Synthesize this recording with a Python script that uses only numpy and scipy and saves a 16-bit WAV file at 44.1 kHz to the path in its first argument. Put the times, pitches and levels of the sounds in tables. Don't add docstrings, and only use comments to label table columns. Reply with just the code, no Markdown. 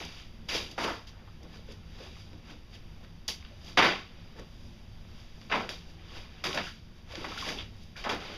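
import sys
import numpy as np
from scipy import signal
from scipy.fft import rfft, irfft
from scipy.io import wavfile

SR = 44100
rng = np.random.default_rng(int(sys.argv[2]) if len(sys.argv) > 2 else 0)


def invert_db(x):
    u = np.asarray(x, float) / 20
    return 10 ** u


def digitize_waveform(pressure):
    field = np.atleast_2d(pressure).T
    bounded = np.clip(field, -1, 1)
    quanta = np.round(bounded * 32767).astype(np.int16)
    wavfile.write(sys.argv[1], SR, quanta)


N = 369356

# pitch_hz, density_db (per Hz)
ROOM_TONE_SPECTRUM = [(15, 1.5), (35, -0.5), (160, -12), (250, -18), (400, -24), (700, -26.5),
                      (1200, -32.5), (3500, -28.5), (7000, -31.5), (15000, -21)]
ROOM_TONE_DB = -47
# pitch_hz, width_hz, level_db
ROOM_MODES = [(44, 15.6, -60), (67.7, 24, -55.5), (99.9, 9.3, -58), (165, 16.7, -60.5), (222.7, 28, -62),
              (346.7, 11, -72)]
ROOM_T60_S, ROOM_DB = 0.28, -17

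# start_s, level_db, pitch_hz, t60_s
BOOMS = [
    (3.785, -36.5, 78.8, 0.37),
    (5.53, -47, 111, 0.18),
]

# start_s, peak_db, pitch_hz
TICKS = [(0.04, -30, 2100), (0.49, -22, 2490), (0.716, -37, 4010), (1.688, -42, 3310), (1.988, -39, 3610),
         (2.156, -39, 3740), (2.331, -41, 3140), (3.047, -37, 2470), (3.279, -20, 4640), (3.287, -22, 3280),
         (3.345, -32, 4940), (3.409, -40, 3340), (3.426, -40, 2270), (3.449, -33, 2400), (3.462, -39, 2370),
         (4.705, -46, 3520), (5.113, -43, 3500), (5.414, -35, 3220), (5.691, -17, 2900), (5.702, -24, 4980),
         (6.439, -20, 2600), (6.53, -18, 3600), (7.154, -22, 3300), (7.282, -28, 3050), (7.49, -22, 3430),
         (8.251, -31, 2580)]
# start_s, peak_db, pitch_hz
KNOCKS = [(0.785, -19, 999), (0.809, -21, 1320), (0.874, -21, 781), (1.43, -41, 703), (2.454, -41, 778),
          (3.775, -8, 1500), (3.79, -3, 1600), (3.795, -9, 759), (3.828, -6, 1500), (4.395, -36, 773),
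          (5.05, -46, 912), (5.42, -41, 853), (5.527, -15, 1080), (6.463, -22, 991), (6.547, -23, 977),
          (6.576, -14, 2200), (7.075, -38, 1000), (7.207, -30, 721), (7.246, -20, 1400), (8.041, -23, 1100),
          (8.098, -17, 1250)]
HARD_T60_S, HARD_SPREAD_OCTAVES = 0.022, 1.0
# start_s, peak_db, pitch_hz, t60_s, spread_octaves
HOLLOWS = [(0.549, -28, 3080, 0.07, 0.19), (4.395, -65.5, 403, 0.038, 0.27), (5.521, -14, 2010, 0.1, 0.47),
           (6.666, -32.5, 1590, 0.15, 0.29), (7.134, -37, 527, 0.04, 0.14), (7.174, -56, 415, 0.079, 0.47),
           (7.314, -30.5, 1130, 0.084, 0.17), (7.373, -30.5, 1550, 0.052, 0.16),
           (7.423, -30.5, 1060, 0.038, 0.092), (7.584, -26, 3260, 0.16, 0.19),
           (7.955, -38.5, 1580, 0.23, 0.2), (0.547, -26.5, 506, 0.084, 0.32),
           (1.275, -44.5, 950, 0.06, 0.42), (1.59, -47.5, 503, 0.063, 0.2), (1.685, -41.5, 475, 0.14, 0.18),
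           (2.0, -40, 483, 0.096, 0.2), (2.165, -45, 1080, 0.081, 0.42), (3.51, -50, 564, 0.1, 0.12),
           (3.792, -10.5, 1050, 0.14, 0.27), (5.535, -17, 1010, 0.16, 0.25),
           (5.565, -27.5, 734, 0.12, 0.26), (8.06, -25, 950, 0.063, 0.16), (8.11, -24, 1070, 0.063, 0.18)]
# start_s, peak_db
SNAPS = [(0.05, -22), (0.712, -26), (1.72, -30.5), (2.75, -36), (3.28, -6), (4.395, -27), (5.691, -18),
         (6.44, -14), (7.835, -35), (8.147, -22), (3.845, -16), (6.547, -18), (1.431, -33), (3.646, -30)]
SNAP_HZ, SNAP_T60_S, SNAP_SPREAD_OCTAVES = 8000, 0.03, 0.9

# peak_s, scuff_db, rise_and_fall_s, weight_db, sheen_db
RUSTLES = [(0.725, -60, 0.051, 14, 9.5), (1.45, -62, 0.071, 16, -11), (1.559, -52.5, 0.093, 0, -3),
           (1.718, -54.5, 0.093, 3.5, 0.5), (2.041, -50, 0.22, 0, -2.5), (2.2, -57, 0.2, -16, 2),
           (2.33, -64.5, 0.15, 12.5, 0), (2.508, -50.5, .11, 1, -4.5), (2.75, -50, 0.058, -22, -3),
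           (3.04, -59, 0.036, 9, -2), (3.47, -56.5, 0.25, -20, -11), (3.693, -49.5, .12, -4.5, 1.5),
           (4.2, -59, 0.52, -2, -8), (4.393, -52.5, 0.044, 12.5, -4), (4.66, -72.5, 0.53, 10, 12),
           (5.2, -58.5, 0.24, -9, 0.5), (5.435, -61, 0.3, 1, 2.5), (5.9, -60, .1, 2, 2),
           (6.04, -57.5, 0.24, -5, -11), (6.174, -46.5, 0.17, -3.5, -4.5), (6.4, -54, 0.31, -12, -12),
           (6.98, -64.5, 0.13, 1, 2), (7.75, -68, 0.09, -8, -5), (7.83, -66, 0.18, -2, 8)]
RUSTLE_SLAP_DB, RUSTLE_SLAP_FOLLOWS = -3, 0.2
# start_s, scuff_db, hold_s, weight_db, sheen_db
BLOWS = [(0.779, -42, 0.0054, 12.5, 1), (1.07, -53.5, 0.0072, -5, 3.5), (3.285, -45, 0.01, 4.5, 15.5),
         (3.773, -18, 0.016, -2.5, -16), (5.498, -40.5, .014, 1, -17), (5.514, -35, 0.044, 6, -14),
         (6.441, -35.5, 0.027, 2.5, 0), (6.573, -30.5, 0.0055, 0.5, -25), (6.579, -53, .015, 2, -9),
         (7.242, -43, 0.01, 6, -4), (7.575, -44.5, 0.04, -8, -10), (8.04, -39, .008, -21, -8),
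         (8.092, -33.5, 0.012, 1.5, -4.5)]
BLOW_RISE_S, BLOW_FADE_DB_PER_S = 0.001, 281
# start_s, scuff_db, hold_s, weight_db, sheen_db
SCUFFS = [(0.488, -35, 0.093, -6, -1.5), (0.799, -43.5, 0.1, 10.5, 1.5), (3.823, -24, 0.037, 1.5, -13),
          (4.363, -60.5, .05, 4, -6), (5.543, -43.5, 0.065, 8, -5), (5.694, -43, .012, -4, 0),
          (6.488, -43.5, 0.063, 0.5, 0), (6.543, -41, 0.016, 5, -1), (6.63, -45.5, 0.038, -10, -0.5),
          (7.148, -46, 0.078, -3, -4.5), (7.285, -44.5, 0.079, -4, -4.5), (7.376, -40, 0.056, -12, -2.5),
          (7.965, -45, 0.038, -6, -4.5), (8.051, -47.5, 0.015, 16, -5), (8.122, -42.5, 0.0067, 10.5, -2.5),
          (8.203, -45, 0.15, -3, -7.5)]
SCUFF_RISE_S, SCUFF_FADE_DB_PER_S = 0.004, 142.5
# peak_s, scuff_db, rise_s, fall_s, weight_db
SWELLS = [
    (0.0, -41, .01, 0.21, -5.5),
    (0.2, -50, 0.43, 0.13, -7.5),
    (0.553, -30, 0.046, 0.05, -11),
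    (0.848, -32, 0.056, 0.016, -2),
    (1.2, -70, 0.6, 0.35, 11),
    (7.126, -45.5, 0.058, 0.067, -2.5),
    (7.49, -34.5, 0.093, 0.13, -4),
]
SWELL_SHEEN_DB = -3
# peak_s, thud_db, rise_s, fall_s
THUDS = [(0.005, -39.5, 0.02, 0.08), (0.553, -39, 0.12, 0.18), (0.85, -32.5, 0.056, 0.059),
         (3.295, -46, 0.012, 0.052), (3.83, -32, 0.046, 0.17), (5.56, -37.5, 0.037, 0.28),
         (6.48, -33.5, 0.048, 0.053), (6.56, -34, 0.039, .05), (6.6, -36.5, .04, 0.041),
         (7.174, -34, .015, 0.03), (7.21, -36, 0.014, 0.049), (7.53, -52, 0.018, .04),
         (7.29, -42, 0.14, 0.11), (7.5, -38.5, 0.15, 0.22), (8.06, -37, 0.033, 0.044),
         (8.125, -36.5, 0.058, 0.11), (8.32, -44.5, 0.28, 0.045)]
CONTACT_THUD_DB, CONTACT_THUD_FOLLOWS = -7.5, 1
THUD_LAG_S = 0.0092
LOW_FADE_SHARE = 0.73
# level_db of thud, slap, scuff, sheen
STIR_DB = [-71, -67, -77, -70]

# low_hz, high_hz, trim_db
BODY_LAYERS = [
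    (163, 406, -4),
    (547, 1780, -3.5),
    (1980, 4370, -3.5),
    (4120, 20000, 1.5),
]
SLIPS_PER_S, SLIP_SPREAD_DB = 5000, 0.5
SNAGS_PER_S, SNAG_CYCLES, SNAG_DB = 600, 35, -10

# pitch_hz, level_db
MIC_RESPONSE = [(20, 1.5), (3700, 0), (4500, 1.5), (4950, 2.5), (5050, -5), (5700, -6.5), (5850, -6.5),
                (7000, -15.5), (7500, -22.5), (8300, -24), (9700, -22), (11500, -22), (13500, -27.5),
                (15200, -33)]
# pitch_hz, width_hz
PORT_NOTCHES = [(4199, 740), (7860, 800), (8807, 850), (12597, 580)]
MIC_CUTOFF_HZ = 15330


def rms_one(x):
    return x / np.sqrt(np.mean(x ** 2) + 1e-20)


def band(x, low_hz, high_hz):
    return signal.sosfilt(signal.butter(2, [low_hz, high_hz], "band", fs=SR, output="sos"), x)


def colour(x, points):
    hz, level_db = np.transpose(points)
    grid_hz = np.maximum(np.arange(2049) * SR / 4096, 1)
    curve_db = np.interp(np.log(grid_hz), np.log(hz), level_db)
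    cepstrum = irfft(np.log(invert_db(curve_db)))
    cepstrum[1:2048] *= 2
    cepstrum[2049:] = 0
    impulse = irfft(np.exp(rfft(cepstrum)))
    return signal.fftconvolve(x, impulse)[:N]


def drift(rate_hz):
    r = np.exp(-2 * np.pi * rate_hz / SR)
    warm_up = 9000
    noise = rng.standard_normal(N + warm_up)
    return rms_one(signal.lfilter([1], [1, -2 * r, r * r], noise)[warm_up:])


def room_tone():
    waver = invert_db(ROOM_TONE_DB + 1.0 * drift(1.9))
    out = waver * rms_one(colour(rng.standard_normal(N), ROOM_TONE_SPECTRUM))
    rumble = rng.standard_normal(N)
    for hz, width_hz, level_db in ROOM_MODES:
        mode = band(rumble, hz - width_hz / 2, hz + width_hz / 2)
        out += invert_db(level_db) * rms_one(mode)
    return out


def room(x):
    t = np.arange(int(0.6 * SR)) / SR
    decay = invert_db(-60 * t / ROOM_T60_S)
    low = band(rng.standard_normal(len(t)), 165, 2900) * decay
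    high = band(rng.standard_normal(len(t)), 1440, 14000) * decay
    echo = (2.0 * low + high) * (1 - np.exp(-t / 0.0059))
    echo /= np.sqrt(np.sum(echo ** 2))
    return invert_db(ROOM_DB) * signal.fftconvolve(x, echo)[:N]


def boom():
    out = np.zeros(N)
    for start_s, level_db, hz, t60_s in BOOMS:
        t = np.maximum(np.arange(N) / SR - start_s, 0)
        envelope = invert_db(level_db - 60 * t / t60_s) * (1 - np.exp(-t * hz))
        out += envelope * np.sin(2 * np.pi * hz * t)
    return out


def touches(table, click, rise_s, trim_db):
    length = 4000
    out, t = np.zeros(N + length), np.arange(length) / SR
    sprays = rng.standard_normal((len(table), length))
    for noise, (start_s, peak_db, hz, t60_s, octaves) in zip(sprays, table):
        blow = noise * invert_db(-60 * t / t60_s) * (1 - np.exp(-t / rise_s))
        blow[20] += click
        spread = 2 ** max(octaves, 0.1)
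        pitched = band(blow, hz / spread, hz * spread)
        blow = pitched + 0.04 * click * blow
        at = round(start_s * SR)
        out[at:at + length] += invert_db(peak_db + trim_db) * blow / np.abs(blow).max()
    return out[:N]


def hard_parts():
    table = [(*row, HARD_T60_S, HARD_SPREAD_OCTAVES) for row in [*KNOCKS, *TICKS]]
    return touches(table, click=5.5, rise_s=0.0002, trim_db=-0.5)


def hollows():
    return touches(HOLLOWS, click=0, rise_s=0.00053, trim_db=-2.5)


def snaps():
    table = [(*row, SNAP_HZ, SNAP_T60_S, SNAP_SPREAD_OCTAVES) for row in SNAPS]
    return touches(table, click=3.0, rise_s=0.0003, trim_db=0)


def contact_levels():
    contacts = []
    for s, db, hold, weight, sheen in BLOWS:
        contacts.append((s, db, BLOW_RISE_S, hold, 20 / BLOW_FADE_DB_PER_S, weight, sheen))
    for s, db, hold, weight, sheen in SCUFFS:
        contacts.append((s, db, SCUFF_RISE_S, hold, 20 / SCUFF_FADE_DB_PER_S, weight, sheen))
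    for s, db, rise, fall, weight in SWELLS:
        contacts.append((s, db, rise, 0, fall, weight, SWELL_SHEEN_DB))

    moves = []
    for *shape, weight, sheen in contacts:
        thud = CONTACT_THUD_DB + CONTACT_THUD_FOLLOWS * weight
        moves.append((*shape, thud, weight, 0, sheen))
    for s, db, span, weight, sheen in RUSTLES:
        slap = RUSTLE_SLAP_DB + RUSTLE_SLAP_FOLLOWS * weight
        moves.append((s, db, span, 0, span, weight, slap, 0, sheen))
    for s, db, rise, fall in THUDS:
        moves.append((s, db, rise, 0, fall, 0, -np.inf, -np.inf, -np.inf))

    power = invert_db(np.array(STIR_DB))[:, None] ** 2 * np.ones(N)
    fade_share = np.array([[LOW_FADE_SHARE], [LOW_FADE_SHARE], [1], [1]])
    for s, level_db, rise, hold, fall, *layer_db in moves:
        first = max(int((s - 2 * rise) * SR), 0)
        last = min(int((s + hold + 2.5 * fall) * SR), N)
        t = np.arange(first, last) / SR - s
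        before = np.maximum(-t / rise, 0)
        after = np.maximum((t - hold) / (fall * fade_share), 0)
        peak_db = np.array(layer_db)[:, None] + level_db
        power[:, first:last] += invert_db(peak_db - 20 * (before + after)) ** 2
    r = np.exp(-1 / (THUD_LAG_S * SR))
    power[0] = signal.lfilter([1 - r], [1, -r], power[0])
    return np.sqrt(power)


def snags():
    sizes = invert_db(3.0 * np.minimum(rng.exponential(1, N), 3))
    catches = sizes * (rng.random(N) < SNAGS_PER_S / SR)
    dealt = rng.integers(0, 16, N)
    out = np.zeros(N)
    for k, hz in enumerate(np.geomspace(500, 5200, 16)):
        r = invert_db(-60 * hz / (SNAG_CYCLES * SR))
        w = 2 * np.pi * hz / SR
        mine = catches * (dealt == k) + 1e-18
        out += np.sqrt(hz) * signal.lfilter([0, np.sin(w)], [1, -2 * r * np.cos(w), r * r], mine)
    return invert_db(SNAG_DB) * rms_one(out)


def fur(clump_db):
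    sizes = invert_db(SLIP_SPREAD_DB * np.minimum(rng.exponential(1, N), 5)) * rng.choice([-1, 1], N)
    slips = sizes * (rng.random(N) < SLIPS_PER_S / SR) * invert_db(clump_db * drift(140))
    slips = rms_one(slips) + 1.6 * rng.standard_normal(N)
    slips = rms_one(slips) + snags()
    out = np.zeros(N)
    sign = 1
    for gain, (low_hz, high_hz, trim_db) in zip(contact_levels(), BODY_LAYERS):
        steady = band(slips, low_hz, min(high_hz, 7500))
        layer = band(slips * gain * invert_db(trim_db), low_hz, high_hz)
        out += sign * layer / np.sqrt(np.mean(steady ** 2))
        sign = -sign
    return out


def scene():
    near = fur(clump_db=0.9) + hard_parts() + hollows() + boom() + snaps()
    return (near + room(near) + room_tone())[None]


def roll_off(x):
    return signal.sosfilt(signal.butter(12, 15630, fs=SR, output="sos"), x)


def record(dry):
    x = colour(dry[0], MIC_RESPONSE)
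    for hz, width_hz in PORT_NOTCHES:
        x = signal.lfilter(*signal.iirnotch(hz, hz / width_hz, SR), x)
    x = signal.sosfilt(signal.ellip(12, 0.5, 45, MIC_CUTOFF_HZ, fs=SR, output="sos"), x)
    return roll_off(x[None])


dry = scene()
out = record(dry)
digitize_waveform(out)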